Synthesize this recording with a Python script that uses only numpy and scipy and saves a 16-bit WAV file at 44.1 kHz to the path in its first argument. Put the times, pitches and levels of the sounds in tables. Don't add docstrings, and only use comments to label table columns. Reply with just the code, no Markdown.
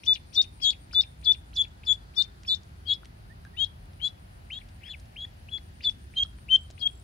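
import sys
import numpy as np
from scipy import signal
from scipy.io import wavfile
from scipy.ndimage import uniform_filter1d

SR = 44100
rng = np.random.default_rng(int(sys.argv[2]) if len(sys.argv) > 2 else 0)


def to_linear_factor(level_db):
    exponent = np.asarray(level_db, float) / 20
    return 10 ** exponent


def put_to_file(sound):
    columns = np.atleast_2d(sound).T
    safe = np.clip(columns, -1, 1)
    whole_steps = np.round(safe * 32767)
    wavfile.write(sys.argv[1], SR, whole_steps.astype(np.int16))


N = 310023
T = np.arange(N) / SR


def rms_one(x):
    return x / np.sqrt(np.mean(x ** 2) + 1e-20)


def at_hz(points, hz):
    point_hz, value = np.transpose(points)
    return np.interp(np.log(hz), np.log(point_hz), value)


def band(x, low_hz, high_hz):
    return signal.sosfilt(signal.butter(2, [low_hz, high_hz], "band", fs=SR, output="sos"), x)


def high_pass(x, order, hz):
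    return signal.sosfilt(signal.butter(order, hz, "high", fs=SR, output="sos"), x)


def drift(rate):
    r = np.exp(-80 * np.pi * rate / SR)
    slow = signal.lfilter([1], [1, -2 * r, r * r], rng.standard_normal(N // 40 + 2002))[2000:]
    return np.interp(np.arange(N) / 40, np.arange(len(slow)), rms_one(slow))


def add(out, s, sound, pan_db):
    i = max(round(s * SR), 0)
    out[:, i:i + len(sound)] += sound[:N - i] * to_linear_factor(np.array([[pan_db / 2], [-pan_db / 2]]))


def open_air(patchy_db):
    # (frequency [Hz], density [dB per Hz])
    air = [(24, -36.5), (40, -7), (71, -4), (126, -14.5), (301, -27.5), (333, -26.5), (461, -35),
           (797, -27.5), (1080, -35.5), (1250, -33.5), (4570, -42.5), (7910, -54), (8960, -56),
           (15500, -56.5)]
    # (frequency [Hz], left-right correlation [-1 to 1])
    likeness = [(60, 0.97), (130, 0.99), (290, 0.44), (600, -0.52), (1410, -0.61), (3500, 0.027)]
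    # (frequency [Hz], left minus right [dB])
    lean = [(700, 0.16), (4400, 2.5), (8100, 3.5)]
    air_db, hum_hz, hum_db = -47, 525, -76.0
    out, edges = 0, 31 * 2 ** np.arange(0, 9.4, 1 / 3)
    white = rng.standard_normal((2, 2, N))
    for k, (low, high) in enumerate(zip(edges, edges[1:])):
        mid, side = band(white[k % 2], low, high)
        hz = np.sqrt(low * high)
        alike = np.clip(at_hz(likeness, hz), -1, 1)
        lean_db = at_hz(lean, hz) * np.array([[.5], [-.5]])
        gain = to_linear_factor(at_hz(air, hz) + patchy_db * drift(0.24) + lean_db)
        out = out + gain * (np.sqrt(1 + alike) * mid + np.sqrt(1 - alike) * side * [[1], [-1]])
    hiss = to_linear_factor(-80.0) * band(white[0], 14000, 16000)
    hum = to_linear_factor(hum_db - 4) * rms_one(band(white[1, 0], hum_hz - 7, hum_hz + 7))
    return to_linear_factor(air_db) * rms_one(high_pass(out, 2, 38)) + hum + hiss


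def insects():
    # (time [s], chirps so far [count])
    chirps_so_far = [(0, -.33), (.56, 4), (1.365, 10), (4.09, 31), (5.002, 38), (5.397, 41), (7.03, 54)]
    # (time [s], level [dB])
    cricket_level = [(0, -72), (.5, -67.5), (1.4, -68.5), (1.6, -81.5), (3.2, -78.5), (5.0, -71),
                     (5.2, -82), (5.7, -71), (7.03, -67)]
    cricket_hz, cricket_width_hz, strokes_per_s = 9050, 620, 122
    chorus_hz, chorus_width_hz, chorus_db = 10680, 800, -74
    count = np.interp(T, *np.transpose(chirps_so_far))
    chirp = np.clip(.68 + .55 * np.cos(2 * np.pi * count), 0, 1)
    stroke = .35 + (.5 + .5 * np.cos(2 * np.pi * strokes_per_s * T)) ** 1.5
    noise = rng.standard_normal((2, 2, N))
    wings = (noise[0] + 1.5 * noise[0, 0]) * stroke
    near = rms_one(band(wings, cricket_hz - cricket_width_hz / 2, cricket_hz + cricket_width_hz / 2))
    near = near * chirp * to_linear_factor(np.interp(T, *np.transpose(cricket_level)))
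    far = rms_one(band(noise[1], chorus_hz - chorus_width_hz / 2, chorus_hz + chorus_width_hz / 2))
    far = far * to_linear_factor(chorus_db + 1.5 * drift(6))
    return near * to_linear_factor(np.array([[2.5], [-2.5]])) + far * to_linear_factor(np.array([[1.5], [-1.5]]))


def bank(x):
    # (first [s], last [s], level [dB], t60 [s])
    echoes = [
        (.007, .031, -23, .5),
        (.031, .19, -29, .25),
    ]
    t, reply = T[:SR // 5], 0
    for first, last, db, t60 in echoes:
        dying = rng.standard_normal((2, len(t))) * (t > first) * (t < last) * to_linear_factor(-60 * t / t60)
        reply = reply + to_linear_factor(db) * dying / np.sqrt(np.sum(dying ** 2, axis=1, keepdims=True))
    return signal.fftconvolve(x[None], reply, axes=1)[:, :N]


def reeds(x):
    reply = np.zeros((2, SR // 40))
    lags = rng.integers(15, SR // 40, (2, 14))
    for side, lag in zip(reply, lags):
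        side[lag] = to_linear_factor(-11.0 - 60 * lag / SR / .1) * rng.choice([-1, 1], len(lag))
    reply[:, 0] = 1
    return signal.fftconvolve(x[None], reply, axes=1)[:, :len(x)]


def note(length_s, start_hz, end_hz):
    count = int(length_s * SR)
    phase = 2 * np.pi * np.cumsum(np.linspace(start_hz, end_hz, count)) / SR
    return np.sqrt(np.hanning(count)) * np.sin(phase)


def far_birds():
    # (time [s], length [s], start [Hz], end [Hz], peak
    # [dB], left minus right [dB])
    chirps = [(3.295, 0.039, 1715, 1950, -54.5, -12.5), (3.455, 0.024, 1570, 1640, -58.5, -14),
              (3.53, 0.037, 1800, 2015, -57, -8), (4.45, 0.21, 2000, 1904, -75, 10),
              (.033, 0.01, 5300, 6000, -52, 8), (4.926, .03, 3350, 1900, -41, 6),
              (.058, .012, 2700, 3400, -44, 8), (.328, .012, 5300, 6000, -54, 8),
              (.602, .012, 4600, 5500, -54, 8), (4.9, .02, 3000, 3050, -52, 8)]
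    # (time [s], notes [count], peak [dB])
    trills = [
        (6.541, 5, -59.5),
        (6.885, 6, -58.5),
    ]
    step_s, high_hz, low_hz = .0215, 8000, 7300
    out = np.zeros((2, N))
    for s, length_s, start_hz, end_hz, db, pan_db in chirps:
        add(out, s, to_linear_factor(db) * reeds(note(length_s, start_hz, end_hz))[0], pan_db)
    for s, count, db in trills:
        for k in range(int(count)):
            rise_db = -3.0 * max(3 - k, 0)
            add(out, s + k * step_s, to_linear_factor(db + rise_db) * note(.012, high_hz, low_hz), -1.5)
    return out


def ticks():
    # (time [s], peak [dB], low edge [Hz], high edge [Hz], t60 [s])
    snaps = [(1.216, -48, 3000, 9020, .012), (1.6814, -49, 4000, 7500, .012),
             (2.434, -38.5, 1500, 7000, .014), (2.633, -42, 3900, 6500, 0.016),
             (3.0475, -40.5, 1200, 6500, 0.015), (3.0555, -35.5, 2000, 7400, 0.011),
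             (3.4496, -43.5, 1500, 6500, .012), (3.857, -54, 3000, 12000, .012),
             (3.933, -48, 2000, 7000, .012), (4.6875, -43.5, 1500, 5970, 0.034),
             (4.9975, -42, 3900, 7500, .03), (5.0568, -46.5, 2900, 6000, .02),
             (6.386, -37.5, 900, 3500, 0.022), (6.7030, -39, 700, 7000, 0.022),
             (6.710, -40, 3500, 7500, 0.027)]
    out, t = np.zeros((2, N)), T[:SR // 25]
    for (s, db, low_hz, high_hz, t60), crackle in zip(snaps, rng.standard_normal((len(snaps), len(t)))):
        snap = crackle * to_linear_factor(-60 * t / t60) + 4.0 * (t == 0)
        snap = band(band(snap, low_hz, high_hz), low_hz / 2, high_hz + low_hz)
        add(out, s, to_linear_factor(db - 4.0) * snap, 2.0)
    return out


def drips():
    # (time [s], peak [dB], pitch [Hz], ring to die [cycles])
    drops = [(0.934, -42.5, 1435, 32), (3.033, -46.5, 1400, 19), (3.451, -44.5, 1620, 26),
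             (4.590, -53, 1880, 25), (5.25, -48, 1860, 30), (5.583, -47.5, 2050, 31),
             (5.898, -40.5, 2540, 16), (6.232, -43.5, 2540, 16), (6.249, -51.5, 1285, 30),
             (6.702, -51.5, 647, 12), (6.876, -41, 2490, 24)]
    out, t = np.zeros((2, N)), T[:SR // 20]
    for s, db, hz, cycles in drops:
        ring = np.sin(2 * np.pi * hz * t * (1 + 2.0 * t)) * to_linear_factor(-60 * t * hz / cycles)
        add(out, s, to_linear_factor(db + 5.0) * ring, 5.0)
    return out


def rasps():
    # (time [s], length [s], centre [Hz], width [Hz], peak [dB])
    leaks = [(4.845, .055, 2300, 840, -55), (4.882, .02, 1800, 230, -54.5), (4.845, .055, 5100, 400, -63.5),
             (4.8, .05, 2300, 730, -59), (5.828, .02, 2850, 1400, -49.5), (4.53, 0.043, 2760, 300, -57),
             (0.36, .015, 2760, 300, -60.5)]
    out = np.zeros((2, N))
    for (s, length_s, hz, width_hz, db), air in zip(leaks, rng.standard_normal((len(leaks), SR // 8))):
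        size = int(length_s * SR)
        hiss = rms_one(band(air, hz - width_hz / 2, hz + width_hz / 2))[-size:]
        add(out, s, to_linear_factor(db) * np.sqrt(np.hanning(size)) * hiss, 6.0)
    return out


def steady_side(peep, pitch, first_db, fade_s):
    start, length, swell, full_db, closing_db = peep
    first_hz, entry_hz, full_hz, closing_hz, entry_db = pitch
    scoop_s, scoop_bend = .015, 0.61
    flick_hz, shut_s, shut_db = 121, 0.0027, -30.5
    after_s, after_db, after_loss_db = .026, -21, -7
    end = start + length
    half_hz = first_hz + scoop_bend * (entry_hz - first_hz)
    faded_db = closing_db - 500 * max(fade_s - .004, 0)
    return [(start, first_hz, first_db),
            (start + scoop_s / 2, half_hz, (first_db + entry_db) / 2),
            (start + scoop_s, entry_hz, entry_db),
            (start + max(swell, scoop_s + .002), full_hz, full_db),
            (end - shut_s - fade_s, closing_hz, closing_db),
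            (end - shut_s, closing_hz + flick_hz, faded_db),
            (end, closing_hz, closing_db + shut_db),
            (end + shut_s, closing_hz, closing_db + after_db),
            (end + after_s, full_hz, closing_db + after_db + after_loss_db),
            (end + after_s + shut_s, full_hz, -90)]


def gliding_side(peep, pitch, entry, leave, drop_s):
    top_s, top_hz, first_db, top_db, landing_db = entry
    above_hz, rest_db, break_db, leap_hz, last_db = leave
    floor_hz, climb_s, landing_hz, settle_s = 2050, .023, 280, 0.012
    shut_s, flick_s, break_hz = 0.0027, 0.0029, 700
    leap_s, leap_loss_db, sink_s = .007, -13.5, .024
    shut, full_hz = peep[0] + peep[1] - shut_s, pitch[2] + above_hz
    closing_hz = max(full_hz - 124.2, pitch[3] + 59.86)
    settled = min(top_s + drop_s + settle_s, shut - flick_s)
    return [(top_s - climb_s, floor_hz, first_db),
            (top_s, top_hz, top_db),
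            (top_s + drop_s, min(full_hz + landing_hz, top_hz), landing_db),
            (settled, full_hz, rest_db),
            (shut - shut_s, closing_hz, rest_db),
            (shut, min(pitch[3] + break_hz, leap_hz), break_db),
            (shut + leap_s, leap_hz, break_db + leap_loss_db),
            (shut + leap_s + sink_s, floor_hz, last_db)]


def whistle(rows, t, smooth_s, wobble):
    s, hz, db = np.transpose(rows)
    pitch = uniform_filter1d(np.interp(t, s, hz), size=int(smooth_s * SR)) * (1 + wobble)
    height = np.interp(t, s, to_linear_factor(db / 2), left=0, right=0) ** 2
    return uniform_filter1d(height, size=44) * np.exp(2j * np.pi * np.cumsum(pitch) / SR)


def steady_whistle(rows, t, wobble, flutter):
    # (time [s], depth [dB], half width [s])
    falters = [(.373, -8, .003), (1.6217, -8, 0.0017), (4.552, -10, 0.0086), (1.267, -5, .002),
               (6.524, -3.5, .003), (5.866, -4, .003), (5.884, -6, .005), (6.1947, -10, .003),
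               (6.217, -7, .009), (6.85, -11, .008), (5.508, -13, 0.012), (4.012, 0, 0.0072),
               (4.4, -4.5, .012)]
    firm_db, shaky_range_db = -24, 16
    s, _, db = np.transpose(rows)
    shaky = np.clip((firm_db - np.interp(t, s, db)) / shaky_range_db, 0, 1)
    low = whistle(rows, t, .003, (.0007 + .005 * shaky) * wobble) * flutter ** (.6 * shaky)
    low = low * np.clip((t - rows[0][0]) / .012, 0, 1)
    return low * to_linear_factor(sum(depth * np.exp(-((t - mid) / width) ** 2) for mid, depth, width in falters))


def gliding_whistle(rows, t, haste, halo_db, wobble, flutter, grain):
    begin, top = rows[0][0], rows[1][0]
    high = whistle(rows, t, 0.007, (.003 + .012 * haste) * wobble) * flutter ** (.2 + 0.8 * haste)
    high = high * (1 + to_linear_factor(halo_db) * (0.08 + haste) * grain) / np.sqrt(1 + to_linear_factor(2 * halo_db) * haste)
    climb = np.clip((t - begin) / (top - begin), 0, 1)
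    high = high * to_linear_factor(-11 * np.sin(np.pi * climb ** .8) ** 2)
    return high * np.clip((t - begin) / 0.0023, 0, 1)


def throat(low, high, apart_hz, flutter, overtone_db, third_db, mirror_db):
    height = abs(low) + abs(high) + 1e-9
    low_turn, high_turn = low / (abs(low) + 1e-9), high / (abs(high) + 1e-9)
    drive = to_linear_factor(overtone_db) * np.sqrt(height / height.max()) * ((low + high) / height) ** 2
    upper = to_linear_factor(third_db) * low_turn ** 3 + to_linear_factor(-51.5) * low_turn ** 4
    drive += upper * abs(low) / height * flutter
    beat = high_turn * np.conj(low) / height * np.exp(-(apart_hz / 700) ** 2)
    mirror = to_linear_factor(-15) * low * np.conj(beat) * abs(high) / height
    mirror = mirror + to_linear_factor(-12.5) * high * beat * (1 + .5 * beat)
    mirror = to_linear_factor(mirror_db) * mirror
    mirror += high * (to_linear_factor(-25.5) * low / height + to_linear_factor(-34.5) * high_turn)
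    return low + reeds(high + mirror) + height * drive


def duckling():
    # (start [s], length [s], swell [s], full level at left [dB], closing level at left [dB])
    peeps = [(0.059, .076, 0.024, -12, -13), (0.35, .069, 0.025, -11, -12), (0.614, .095, .04, -14.5, -16),
             (0.939, .074, 0.029, -13.5, -11), (1.25, .074, 0.024, -12.5, -9.5),
             (1.555, .071, 0.038, -18, -13), (1.862, .071, 0.037, -13, -11), (2.161, .065, .023, -14, -14),
             (2.477, 0.074, 0.044, -16.5, -17.5), (2.85, 0.089, 0.06, -16, -17),
             (3.562, 0.088, .05, -17, -16.5), (3.993, 0.09, .056, -18, -21.5), (4.5, .091, .03, -31.5, -33),
             (4.831, .096, 0.067, -39.5, -32.5), (5.159, 0.097, 0.059, -33, -31.5),
             (5.484, 0.096, .058, -24.5, -29), (5.837, .062, 0.035, -14.5, -14.5),
             (6.157, 0.08, 0.032, -19.5, -18.5), (6.482, .082, 0.042, -10.5, -8.5),
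             (6.801, .076, 0.028, -21.5, -13)]
    # (first [Hz], after the scoop [Hz], full [Hz], closing [Hz], level after the scoop [dB])
    pitches = [(3300, 3560, 3510, 3480, -24), (3300, 3570, 3612, 3660, -25), (3370, 3320, 3307, 3370, -25),
               (3450, 3520, 3498, 3595, -18.5), (3660, 3450, 3437, 3495, -17.5),
               (3460, 3480, 3420, 3410, -29), (3480, 3490, 3420, 3400, -23.5),
               (3400, 3540, 3575, 3580, -21.5), (3300, 3485, 3520, 3550, -24.5),
               (2900, 3250, 3350, 3360, -39), (2050, 2980, 3233, 3310, -33.5),
               (2596, 3030, 3392, 3400, -45), (1896, 2930, 3150, 3400, -37.5),
               (2200, 3115, 3500, 3360, -46.5), (2050, 3160, 3360, 3345, -42),
               (2200, 3350, 3390, 3350, -48), (3450, 3550, 3450, 3390, -23), (3060, 3145, 3200, 3270, -24),
               (2000, 3037, 3120, 3110, -32), (3300, 3280, 3270, 3280, -30.5)]
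    first_breaths = [-36.5, -25, -36, -35.5, -30.5, -38, -29.5, -32, -20, -50, -45, -43.5, -24.5, -25, -27,
                     -29, -30, -39, -31, -42.5]
    # (top time [s], top [Hz], first breath [dB], top level [dB], landing [dB])
    entries = [(0.057, 6500, -35.5, -47, -37.5), (.347, 6100, -43, -39.5, -24.5),
               (.622, 5620, -45.5, -37, -28.5), (.933, 5350, -44, -39, -31), (1.247, 5010, -46, -39, -28.5),
               (1.552, 6560, -49, -56, -38), (1.856, 5580, -43.5, -57.5, -36.5),
               (2.16, 5780, -44.5, -48.5, -30), (2.471, 5850, -45, -47.5, -33.5),
               (2.868, 4840, -80, -49, -35.5), (3.572, 3756, -82, -45.5, -37),
               (4.025, 4185, -41.5, -47, -40), (4.533, 3750, -79, -45, -35), (4.9, 4370, -80, -49, -45),
               (5.203, 4070, -79, -50, -50.5), (5.512, 4280, -82, -67, -52), (5.829, 5180, -39, -54, -31),
               (6.16, 4200, -41.5, -60, -33), (6.498, 3700, -76, -66, -40), (6.8, 5160, -38, -50, -36)]
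    # (above the note [Hz], rest [dB], break [dB], second top [Hz], last breath [dB])
    breaks = [(79, -64, -35, 6560, -33.5), (57.9, -54.5, -26, 6545, -46), (400, -24, -30, 5220, -40),
              (50, -60, -28.5, 5510, -44.5), (100.1, -71, -32.5, 6200, -43), (150.5, -38.5, -42, 5300, -43),
              (300.4, -40.5, -39.5, 9200, -69), (620, -30, -35, 7210, -49.5), (376, -27, -37, 7100, -65),
              (454, -29.5, -38, 6040, -77), (561, -31, -42, 6024, -72.5), (652, -32.5, -46.5, 6660, -85),
              (700, -52, -52, 4300, -44), (250, -43.5, -44, 3300, -70), (198, -54, -63, 6160, -80),
              (206, -55.5, -48.5, 5000, -77), (300, -50, -38.5, 6710, -68), (200, -44, -46, 6430, -79),
              (431, -61, -45, 6300, -73), (150, -48, -51.5, 4600, -60)]
    # (second harmonic re note [dB],
    # early left minus right [dB], early turn of the right [rad], late left minus right [dB], late turn of the
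    balances = [(-41.5, 8, -1.1, 6, -1.6), (-44, 10, -1.1, 7, -1.5), (-18, 10, -2.5, 8, -1.34),
                (-38.5, 6.5, -1.2, 7.5, -1.3), (-41.5, 9, -1.2, 11.5, -1.5), (-24.5, -2, -0.3, 7.5, 1.14),
                (-23, 8, -.3, 17.5, -1), (-33.5, 14.5, -1.2, 16, -1), (-30.5, 0.5, -1.6, 11, -2),
                (-36, 13, 0, 6.5, -0.2), (-29, 10.5, -1.6, 16, -1), (-26.5, 12, -1.6, 9.5, 0.2),
                (-27.5, 5, 0.1, 7, -1.4), (-26, 10, -1, 6, -0.3), (-28.5, 4.5, 0.3, 3, -.2),
                (-33, 7, 0.5, 9.5, 0.9), (-36, 2, 0, 9, -1.7), (-28, 0.4, 0.1, -2.5, -1.5),
                (-34, 9, -0.1, 7, -.05), (-35, 12, -1, 9, -2)]
    # (third harmonic re note [dB], drop of the glide [s], mirror tones [dB], halo [dB],
    # fade before the flick [s])
    strains = [(-66, .018, -3, -8, .004), (-62, .022, -2.5, -8, .004), (-43, 0.022, 4, -10, .004),
               (-56, .018, -3, -8, .004), (-58, 0.013, -3, -8, .004), (-40.5, .02, 0.5, -6, 0.0036),
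               (-46.5, .018, 0.5, -6, .012), (-52, .026, 6, -9, 0.0074), (-52, .022, 6, -9, .012),
               (-54, .018, 6, -10, .008), (-42.5, .018, -1, -10, 0.0076), (-37, 0.0181, 3, -10, .008),
               (-52, .018, 3, -10, 0.0063), (-50, 0.0141, 3, -8, .006), (-52, 0.017, -2, -4, 0.0056),
               (-52, .018, .1, -6, .006), (-56, .026, 4, -2, .008), (-54, .026, 2, -2, .004),
               (-57, .018, 2, -5, 0.0053), (-56, .022, 5, -6, .004)]
    out, wobble, flutter = np.zeros((2, N)), drift(130), to_linear_factor(4.0 * drift(150))
    breath = band(band(rng.standard_normal((2, N)), 2700, 6820), 2000, 7500)
    thin_air = band(rng.standard_normal((2, N)), 10000, 17000)
    grain = rms_one(band(breath[0] * np.cos(2 * np.pi * 4000 * T), 125, 500))
    for peep, pitch, first_db, entry, leave, balance, strain in zip(
            peeps, pitches, first_breaths, entries, breaks, balances, strains):
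        third_db, drop_s, mirror_db, halo_db, fade_s = strain
        overtone_db, early_db, early_turn, late_db, late_turn = balance
        steady = steady_side(peep, pitch, first_db, fade_s)
        glide = gliding_side(peep, pitch, entry, leave, drop_s)
        start, end = peep[0], peep[0] + peep[1]
        span = slice(round((start - .05) * SR), round((end + .05) * SR))
        t = T[span]
        steady_hz = np.interp(t, *np.transpose(steady)[:2])
        glide_hz = np.interp(t, *np.transpose(glide)[:2])
        haste = uniform_filter1d(np.clip(abs(np.gradient(glide_hz)) / 3.4, 0, 1), size=200)
        low = steady_whistle(steady, t, wobble[span], flutter[::-1][span])
        high = gliding_whistle(glide, t, haste, halo_db, wobble[::-1][span], flutter[span], grain[span])
        voice = throat(low, high, glide_hz - steady_hz, flutter[span], overtone_db, third_db, mirror_db)
        shut = (t > end - .005) * to_linear_factor(-60 * np.maximum(t - end + .005, 0) / .04) * abs(low).max()
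        leak = to_linear_factor(-5.0) * abs(high) * haste * (glide_hz / 4500) ** 2.8
        hiss = breath[:, span] * (leak + to_linear_factor(-33.5) * shut)
        height = abs(low) + abs(high) + 1e-9
        thin = height + 5.4 * abs(high) * (glide_hz / 4500) ** 2
        hiss += thin_air[:, span] * to_linear_factor(-49.0) * thin
        at = [.7 * start + .3 * end, .25 * start + .75 * end]
        lean = to_linear_factor(-np.interp(t, at, [early_db, late_db]))
        turn = np.exp(1j * np.interp(t, at, [early_turn, late_turn]))
        out[0, span] += voice[0].real + hiss[0]
        out[1, span] += lean * ((voice[1] * turn).real + hiss[1])
    return high_pass(out, 4, 1500)


def scene():
    near = duckling() + drips() + ticks() + far_birds() + rasps()
    return near + bank(near.mean(axis=0)) + insects() + open_air(patchy_db=1.45)


def top_cut(x):
    return signal.sosfilt(signal.butter(12, 15740, fs=SR, output="sos"), x)


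def record(dry):
    mix = signal.sosfilt(signal.ellip(12, .5, 70, 15760, fs=SR, output="sos"), dry)
    return top_cut(mix)


dry = scene()
out = record(dry)
put_to_file(out)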